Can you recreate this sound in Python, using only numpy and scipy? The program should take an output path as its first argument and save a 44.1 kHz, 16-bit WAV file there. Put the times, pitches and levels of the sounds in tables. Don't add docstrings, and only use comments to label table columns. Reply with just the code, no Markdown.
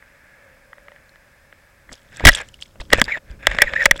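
import sys
import numpy as np
from scipy import signal
from scipy.fft import rfft, irfft
from scipy.io import wavfile

SR = 44100
rng = np.random.default_rng(int(sys.argv[2]) if len(sys.argv) > 2 else 0)


def store_pcm(level_fs):
    pcm = np.round(np.clip(level_fs, -1, 1) * 32767).astype(np.int16)
    wavfile.write(sys.argv[1], SR, np.atleast_2d(pcm).T)


N = 176400
T = np.arange(N) / SR


def from_db(db):
    return 10 ** (np.asarray(db) / 20)


def rms_one(x):
    return x / np.sqrt(np.mean(x ** 2) + 1e-20)


def level(rows):
    time_s, db = np.transpose(rows)
    return from_db(np.interp(T, time_s, db)) * (T >= time_s[0]) * (T <= time_s[-1])


def cut(x, hz, kind="low", order=2):
    return signal.sosfilt(signal.butter(order, hz, kind, fs=SR, output="sos"), x + 1e-18)


def drift(hz):
    return rms_one(cut(rng.standard_normal(N), hz))


def flutter(depth_db, rate_hz):
    return from_db(depth_db * np.tanh(drift(rate_hz)))


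def ring(x, hz, ring_s):
    decay, angle = np.exp(-np.log(1000) / (ring_s * SR)), 2 * np.pi * hz / SR
    return signal.lfilter([0, np.sin(angle)], [1, -2 * decay * np.cos(angle), decay ** 2], x + 1e-18)


def noise_band(hz, width_hz):
    b, a = signal.iirpeak(hz, hz / (2 * width_hz), fs=SR)
    return rms_one(signal.lfilter(b, a, signal.lfilter(b, a, rng.standard_normal(N))))


def noise_bands(rows):
    return sum(from_db(db) * noise_band(hz, width_hz) for hz, width_hz, db in rows)


def add(out, start_s, sound):
    i = int(start_s * SR)
    out[i:i + len(sound)] += sound[:max(N - i, 0)]


# pitch_hz, width_hz, level_db
WHINE_BANDS = [(5100, 190, -76.5), (7850, 250, -80.5)]
# pitch_hz, relative_db
HISS_TONE = [(100, -18.5), (300, -15.5), (700, 4), (1500, 5), (3000, -4.5), (6000, -6.5), (10000, -9),
             (16000, -12)]


def hiss(level_db=-60):
    whine = noise_bands(WHINE_BANDS)
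    hz, db = np.transpose(HISS_TONE)
    log_hz = np.log(np.fft.rfftfreq(N, 1 / SR) + 1)
    tone = from_db(np.interp(log_hz, np.log(hz), db))
    noise = irfft(rfft(rng.standard_normal(N)) * tone, N)
    return whine + from_db(level_db) * rms_one(noise)


# time_s, level_db
SWIRL_LEVELS = [(0, -58), (1.85, -57.5), (1.925, -42.5), (1.96, -62.5), (2.16, -48), (2.235, -34.5),
                (2.27, 0), (2.32, -42), (2.45, -50), (2.55, -53.5), (2.74, -54), (2.81, -40.5), (2.87, -47),
                (2.96, -28.5), (3.06, -40), (3.22, -54.5), (3.32, -43), (3.42, -47), (3.5, -38.5), (4, -43)]
# start_s, level_db, pitch_hz, ring_s
TAIL_THUMPS = [(2.238, -7.5, 68, 0.028), (2.252, 7, 45.8, 0.14), (2.268, 1, 150.7, 0.037),
               (2.269, -5.5, 85.7, 0.042), (2.276, 6.5, 26.1, 0.099), (2.801, -21, 40, 0.11),
               (2.937, -6.5, 45, 0.041), (2.982, -11, 22, .1), (3.303, -24.5, 51, 0.18),
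               (3.484, -16.5, 43.2, 0.19), (3.645, -22, 28.1, 0.19), (3.871, -18.5, 27, 0.089),
               (3.924, -16.5, 27, 0.086)]


def water():
    rumble = cut(rng.standard_normal(N), 45, order=1)
    swirl = cut(cut(rumble, 500), 22, "high")
    out, t = level(SWIRL_LEVELS) * rms_one(swirl), T[:SR // 4]
    for start_s, db, hz, ring_s in TAIL_THUMPS:
        fade = np.exp(-np.log(1000) * t / ring_s)
        add(out, start_s, from_db(db) * np.sin(2 * np.pi * hz * t) * fade)
    return out


# time_s, level_db
FIZZ_LEVELS = [(1.88, -73), (1.91, -60), (1.928, -37), (1.945, -49), (2.0, -67), (2.12, -60), (2.172, -44),
               (2.19, -58), (2.24, -54), (2.251, -3.5), (2.28, -27), (2.3, -35.5), (2.35, -26.5),
               (2.42, -52), (2.46, -58), (2.6, -63.5), (2.625, -35.5), (2.65, -58), (2.79, -78.5),
               (2.812, -27.5), (2.83, -59.5), (2.9, -64), (2.93, -40), (3.0, -41.5), (3.07, -58),
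               (3.2, -82), (3.31, -61), (3.4, -79), (3.52, -48), (3.72, -56.5), (3.85, -40), (3.93, -79),
               (3.97, -38.5), (4, -78)]
# pitch_hz, relative_db
FIZZ_TONE = [(2400, -10), (3300, 9.5), (4300, -7), (5400, 6.5), (6400, -6.5), (7700, 7), (9200, -23),
             (11000, -22), (14500, -20.5)]


def fizz(bubbles_per_s=1100, spread_db=3.5, ring_cycles=23, pitch_count=24):
    strengths = from_db(spread_db * np.minimum(rng.exponential(1, N), 3)) * rng.choice([-1, 1], N)
    clicks = strengths * (rng.random(N) < bubbles_per_s / SR)
    tone_hz, tone_db = np.transpose(FIZZ_TONE)
    chosen_pitch = rng.integers(0, pitch_count, N)
    cloud = np.zeros(N)
    for k, hz in enumerate(np.geomspace(tone_hz[0], tone_hz[-1], pitch_count)):
        gain = from_db(np.interp(hz, tone_hz, tone_db))
        cloud += gain * ring(clicks * (chosen_pitch == k), hz, ring_cycles / hz)
    cloud = cut(cloud, tone_hz[0], "high", order=1)
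    return level(FIZZ_LEVELS) * rms_one(cut(cloud, 10000, order=4))


# start_s, peak_db, pitch_hz
BUBBLE_TICKS = [(1.093, -41.5, 4160), (1.9275, -28.5, 5200), (1.931, -27, 7800), (1.954, -36, 5000),
                (2.1702, -24.5, 7700), (2.3102, -22, 3900), (2.319, -16, 3300), (2.336, -23.5, 6700),
                (2.3496, -6.5, 3300), (2.353, -36, 7700), (2.3607, -25, 7500), (2.366, -35, 5400),
                (2.3733, -27, 5500), (2.381, -21, 3300), (2.3875, -23, 3100), (2.403, -32, 8000),
                (2.4146, -26, 7500), (2.4868, -33.5, 7350), (2.488, -34, 3000), (2.5418, -28, 2900),
                (2.5906, -42.5, 2100), (2.612, -31, 7500), (2.6199, -31.5, 5000), (2.623, -26, 3000),
                (2.6329, -31.5, 4500), (2.657, -41.5, 2200), (2.8034, -48, 3000), (2.8129, -34, 4000),
                (2.9047, -31, 4500), (2.976, -33, 3130), (2.992, -22, 2970), (2.998, -15.5, 5550),
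                (3.0416, -16.5, 4700), (3.0508, -26.5, 5000), (3.0552, -26.5, 3700), (3.313, -39, 4900),
                (3.549, -27, 5200), (3.826, -25.5, 5300), (3.84, -23, 5600), (3.8508, -21, 4000),
                (3.9635, -23, 3300), (3.9772, -28, 3400), (3.977, -30, 7700)]


def bubbles(ring_cycles=34, pitch_rise=0.036, snap_s=0.0014, snap_db=-6, fade_in_s=0.00025):
    out, t = np.zeros(N), T[:SR // 30]
    for start_s, db, hz in BUBBLE_TICKS:
        age = t * hz / ring_cycles
        tone = np.sin(2 * np.pi * hz * t * (1 + pitch_rise * age)) * np.exp(-np.log(1000) * age)
        snap = cut(rng.standard_normal(len(t)) * np.exp(-t / snap_s), hz / 2, "high")
        snap = cut(snap, 8300, order=3)
        tick = (tone + from_db(snap_db) * snap) * (1 - np.exp(-t / fade_in_s))
        add(out, start_s, from_db(db) * tick / np.abs(tick).max())
    return out


# start_s, level_db, pitch_hz
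SOFT_BUMPS = [(1.9215, -36.5, 235), (1.934, -47, 500), (2.2053, -23.5, 537), (2.2119, -31, 560),
              (2.2395, -19.5, 400), (2.7559, -44.5, 600), (2.801, -39, 463), (2.815, -37, 590),
              (2.931, 0.5, 560), (2.958, -41, 550), (2.983, -22.5, 533), (3.0155, -11, 240),
              (3.078, -29, 890), (3.171, -31, 540), (3.548, -25.5, 570), (3.858, -10.5, 500),
              (3.957, -30, 585)]


def bumps(rise_s=0.0018, grit_db=-0.5, grit_top_hz=1170):
    out, t = np.zeros(N), T[:SR // 25]
    swell = t / rise_s * np.exp(1 - t / rise_s)
    for start_s, db, hz in SOFT_BUMPS:
        grit = from_db(grit_db) * rms_one(cut(rng.standard_normal(len(t)), grit_top_hz))
        add(out, start_s, from_db(db) * swell * (np.sin(2 * np.pi * hz * t) + grit))
    return out


# start_s,
# relative_db, chatter_s, hardness_hz
HOUSING_KNOCKS = [(.0243, -32, 0.00033, 1800), (.7305, -25.5, 0.0014, 1900), (0.7817, -26.5, 0.00046, 1710),
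                  (0.883, -23.5, 0.0013, 1760), (.918, -25.5, 0.0018, 1680), (0.961, -30.5, 0.00086, 1690),
                  (1.1578, -36, .001, 5000), (1.526, -24, .001, 1930), (1.8913, -25.5, 0.003, 1700),
                  (1.916, -25.5, 0.00066, 1970), (2.1971, -18.5, .002, 6000), (2.252, 18, 0.0026, 9000),
                  (2.269, 21, 0.006, 4050), (2.2781, 12.5, 0.0061, 9000), (2.2874, 23.5, 0.0025, 6000),
                  (2.8005, -27, 0.006, 3000), (2.903, -22.5, 0.00065, 7160), (2.927, 2.5, 0.00057, 2990),
                  (2.931, 15.5, 0.0016, 4960), (2.9449, -7, 0.0013, 5120), (3.0156, 14, 0.00093, 6800),
                  (3.4694, 13, 0.0011, 6900), (3.515, -11.5, 0.0015, 6900), (3.5864, 2, 0.00033, 3920),
                  (3.6191, 23, 0.0013, 6300), (3.736, -8, 0.00041, 3780), (3.8565, 18.5, 0.0023, 7700),
                  (3.9109, 15.5, 0.0018, 5960)]
# pitch_hz, relative_db, ring_s
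HOUSING_NOTES = [(400, -27, 0.014), (601.5, -19, 0.021), (861, -14.5, 0.0086), (1257, -8.5, 0.0079),
                 (1656.5, -6.5, 0.013), (1920, -1.5, .011), (2250, -8, 0.0077), (2792, -9, 0.0062),
                 (3401, -22, 0.018), (5200, -26.5, 0.003), (7700, -19.5, 0.0069)]


def knocks(chatter_db=-18.5, boost_db=0.5, crack_db=-4, crack_low_hz=694, crack_top_hz=4300):
    force, t = np.zeros(N), T[:SR // 20]
    for start_s, db, chatter_s, hardness_hz in HOUSING_KNOCKS:
        blow = from_db(chatter_db) * rng.standard_normal(len(t)) * np.exp(-t / chatter_s)
        blow[0] = 1
        add(force, start_s, from_db(db + boost_db) * cut(blow, hardness_hz))
    crack = cut(cut(force, crack_low_hz, "high", order=1), crack_top_hz)
    crack *= from_db(crack_db) * SR / (2 * crack_top_hz)
    notes = sum((-1) ** k * from_db(db) * ring(force, hz, ring_s)
                for k, (hz, db, ring_s) in enumerate(HOUSING_NOTES))
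    return crack + notes


# pitch_hz, width_hz, relative_db
RUB_BANDS = [(560, 70, -4), (850, 220, -9), (1250, 180, -9.5), (1686, 170, 4.5), (1900, 220, -18),
             (2196, 340, 2), (2556, 120, -7), (3500, 200, -9), (5260, 130, -20), (6850, 320, -20.5),
             (7600, 180, -25), (9900, 500, -35)]
# time_s, level_db
TOW_LEVELS = [(0, -54), (.3, -52.5), (.45, -51.5), (.68, -57), (.95, -53.5), (1.25, -56.5), (1.6, -56.5),
              (1.9, -57.5), (2.1, -57.5), (2.47, -54), (2.55, -66), (2.75, -88.5), (3.22, -66.5),
              (3.32, -47), (3.4, -77), (4, -60)]
# time_s, level_db
PULL_LEVELS = [
    [(2.12, -54), (2.19, -46), (2.245, -40), (2.31, -34.5), (2.36, -35.5), (2.41, -27), (2.45, -55)],
    [(2.9, -53), (2.925, -24), (2.965, -33.5), (2.995, -21.5), (3.035, -56.5), (3.06, -44), (3.09, -31),
     (3.13, -36.5), (3.175, -34.5), (3.19, -56)],
    [(3.39, -61), (3.43, -41.5), (3.465, -37), (3.52, -30.5), (3.57, -35.5), (3.605, -37), (3.64, -28.5),
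     (3.655, -37), (3.73, -35.5), (3.75, -32.5), (3.77, -44), (3.83, -26.5), (3.88, -49), (3.93, -44.5),
     (3.985, -53), (4, -32)],
]
# time_s, level_db
STRUM_LEVELS = [(0, -65), (.28, -82), (.38, -59), (.6, -59.5), (.92, -56.5), (1.03, -69), (2.1, -65),
                (3.4, -60.5), (3.6, -40), (3.635, -27.5), (3.665, -64), (3.715, -30.5), (3.755, -45.5),
                (3.8, -40), (3.835, -34), (3.88, -39.5), (4, -47)]


def fishing_line(tow_top_hz=2255, strum_hz=555):
    rub = rms_one(noise_bands(RUB_BANDS))
    tow = level(TOW_LEVELS) * rms_one(cut(rub, tow_top_hz))
    rasp = sum(level(pull) for pull in PULL_LEVELS) * rub * flutter(depth_db=7.8, rate_hz=150)
    hum = noise_band(strum_hz, width_hz=35) * flutter(depth_db=2.5, rate_hz=40)
    return tow + rasp + level(STRUM_LEVELS) * hum


# pitch_hz, width_hz, relative_db
SLIP_BANDS = [(2300, 290, 4), (3830, 160, -10), (4850, 100, -21), (6760, 350, -22.5), (7180, 130, -17.5),
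              (11000, 200, -37.5), (14260, 300, -23.5)]
# time_s, pitch_hz, level_db
SQUEAL_CURVES = [
    [(2.21, 1500, -43), (2.23, 1750, -35), (2.238, 1800, -39)],
    [(3.08, 1900, -30), (3.097, 1774, -24), (3.106, 2150, -32), (3.123, 2262, -17), (3.136, 2200, -28.5),
     (3.148, 1920, -17), (3.162, 1756, -35.5), (3.178, 1730, -33)],
    [(3.594, 1650, -28), (3.603, 1901, -18.5), (3.612, 2250, -22.5), (3.64, 2300, -28.5),
     (3.655, 2180, -40), (3.667, 2120, -30), (3.677, 1820, -18), (3.688, 1660, -25.5)],
    [(3.756, 1593, -27), (3.764, 1817, -14.5), (3.771, 1900, -22), (3.793, 1812, -25), (3.803, 2040, -21),
     (3.817, 1860, -16), (3.82, 1770, -13), (3.829, 1850, -12.5), (3.84, 1760, -36)],
    [(3.992, 1900, -50), (3.996, 2034, -34), (4, 2200, -19.5)],
]


def squeals(pitch_wobble=0.044, flutter_hz=120.9, rasp_db=-20.5):
    out = np.zeros(N)
    wobble = 1 + pitch_wobble * drift(2 * flutter_hz)
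    waver = flutter(depth_db=4.5, rate_hz=flutter_hz)
    slip_noise = from_db(rasp_db) * rms_one(noise_bands(SLIP_BANDS))
    for curve in SQUEAL_CURVES:
        time_s, hz, db = np.transpose(curve)
        on = (T >= time_s[0]) & (T <= time_s[-1])
        phase = 2 * np.pi * np.cumsum(np.interp(T[on], time_s, hz) * wobble[on]) / SR
        gain = from_db(np.interp(T[on], time_s, db)) * waver[on]
        tone = np.sqrt(2) * gain * np.sin(phase)
        rasp = gain ** 0.68 * slip_noise[on]
        out[on] += (tone + rasp) * signal.windows.tukey(len(phase), 0.08)
    return out


def scene():
    return (knocks() + bumps() + fishing_line() + squeals() + water() + bubbles() + fizz() + hiss())[None]


def record(dry):
    ceiling, hardness, top_hz = 0.92, 15, 16000
    clipped = ceiling * dry / (1 + np.abs(dry) ** hardness) ** (1 / hardness)
    return signal.sosfilt(signal.ellip(10, 0.1, 70, top_hz, fs=SR, output="sos"), clipped)


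dry = scene()
out = record(dry)
store_pcm(out)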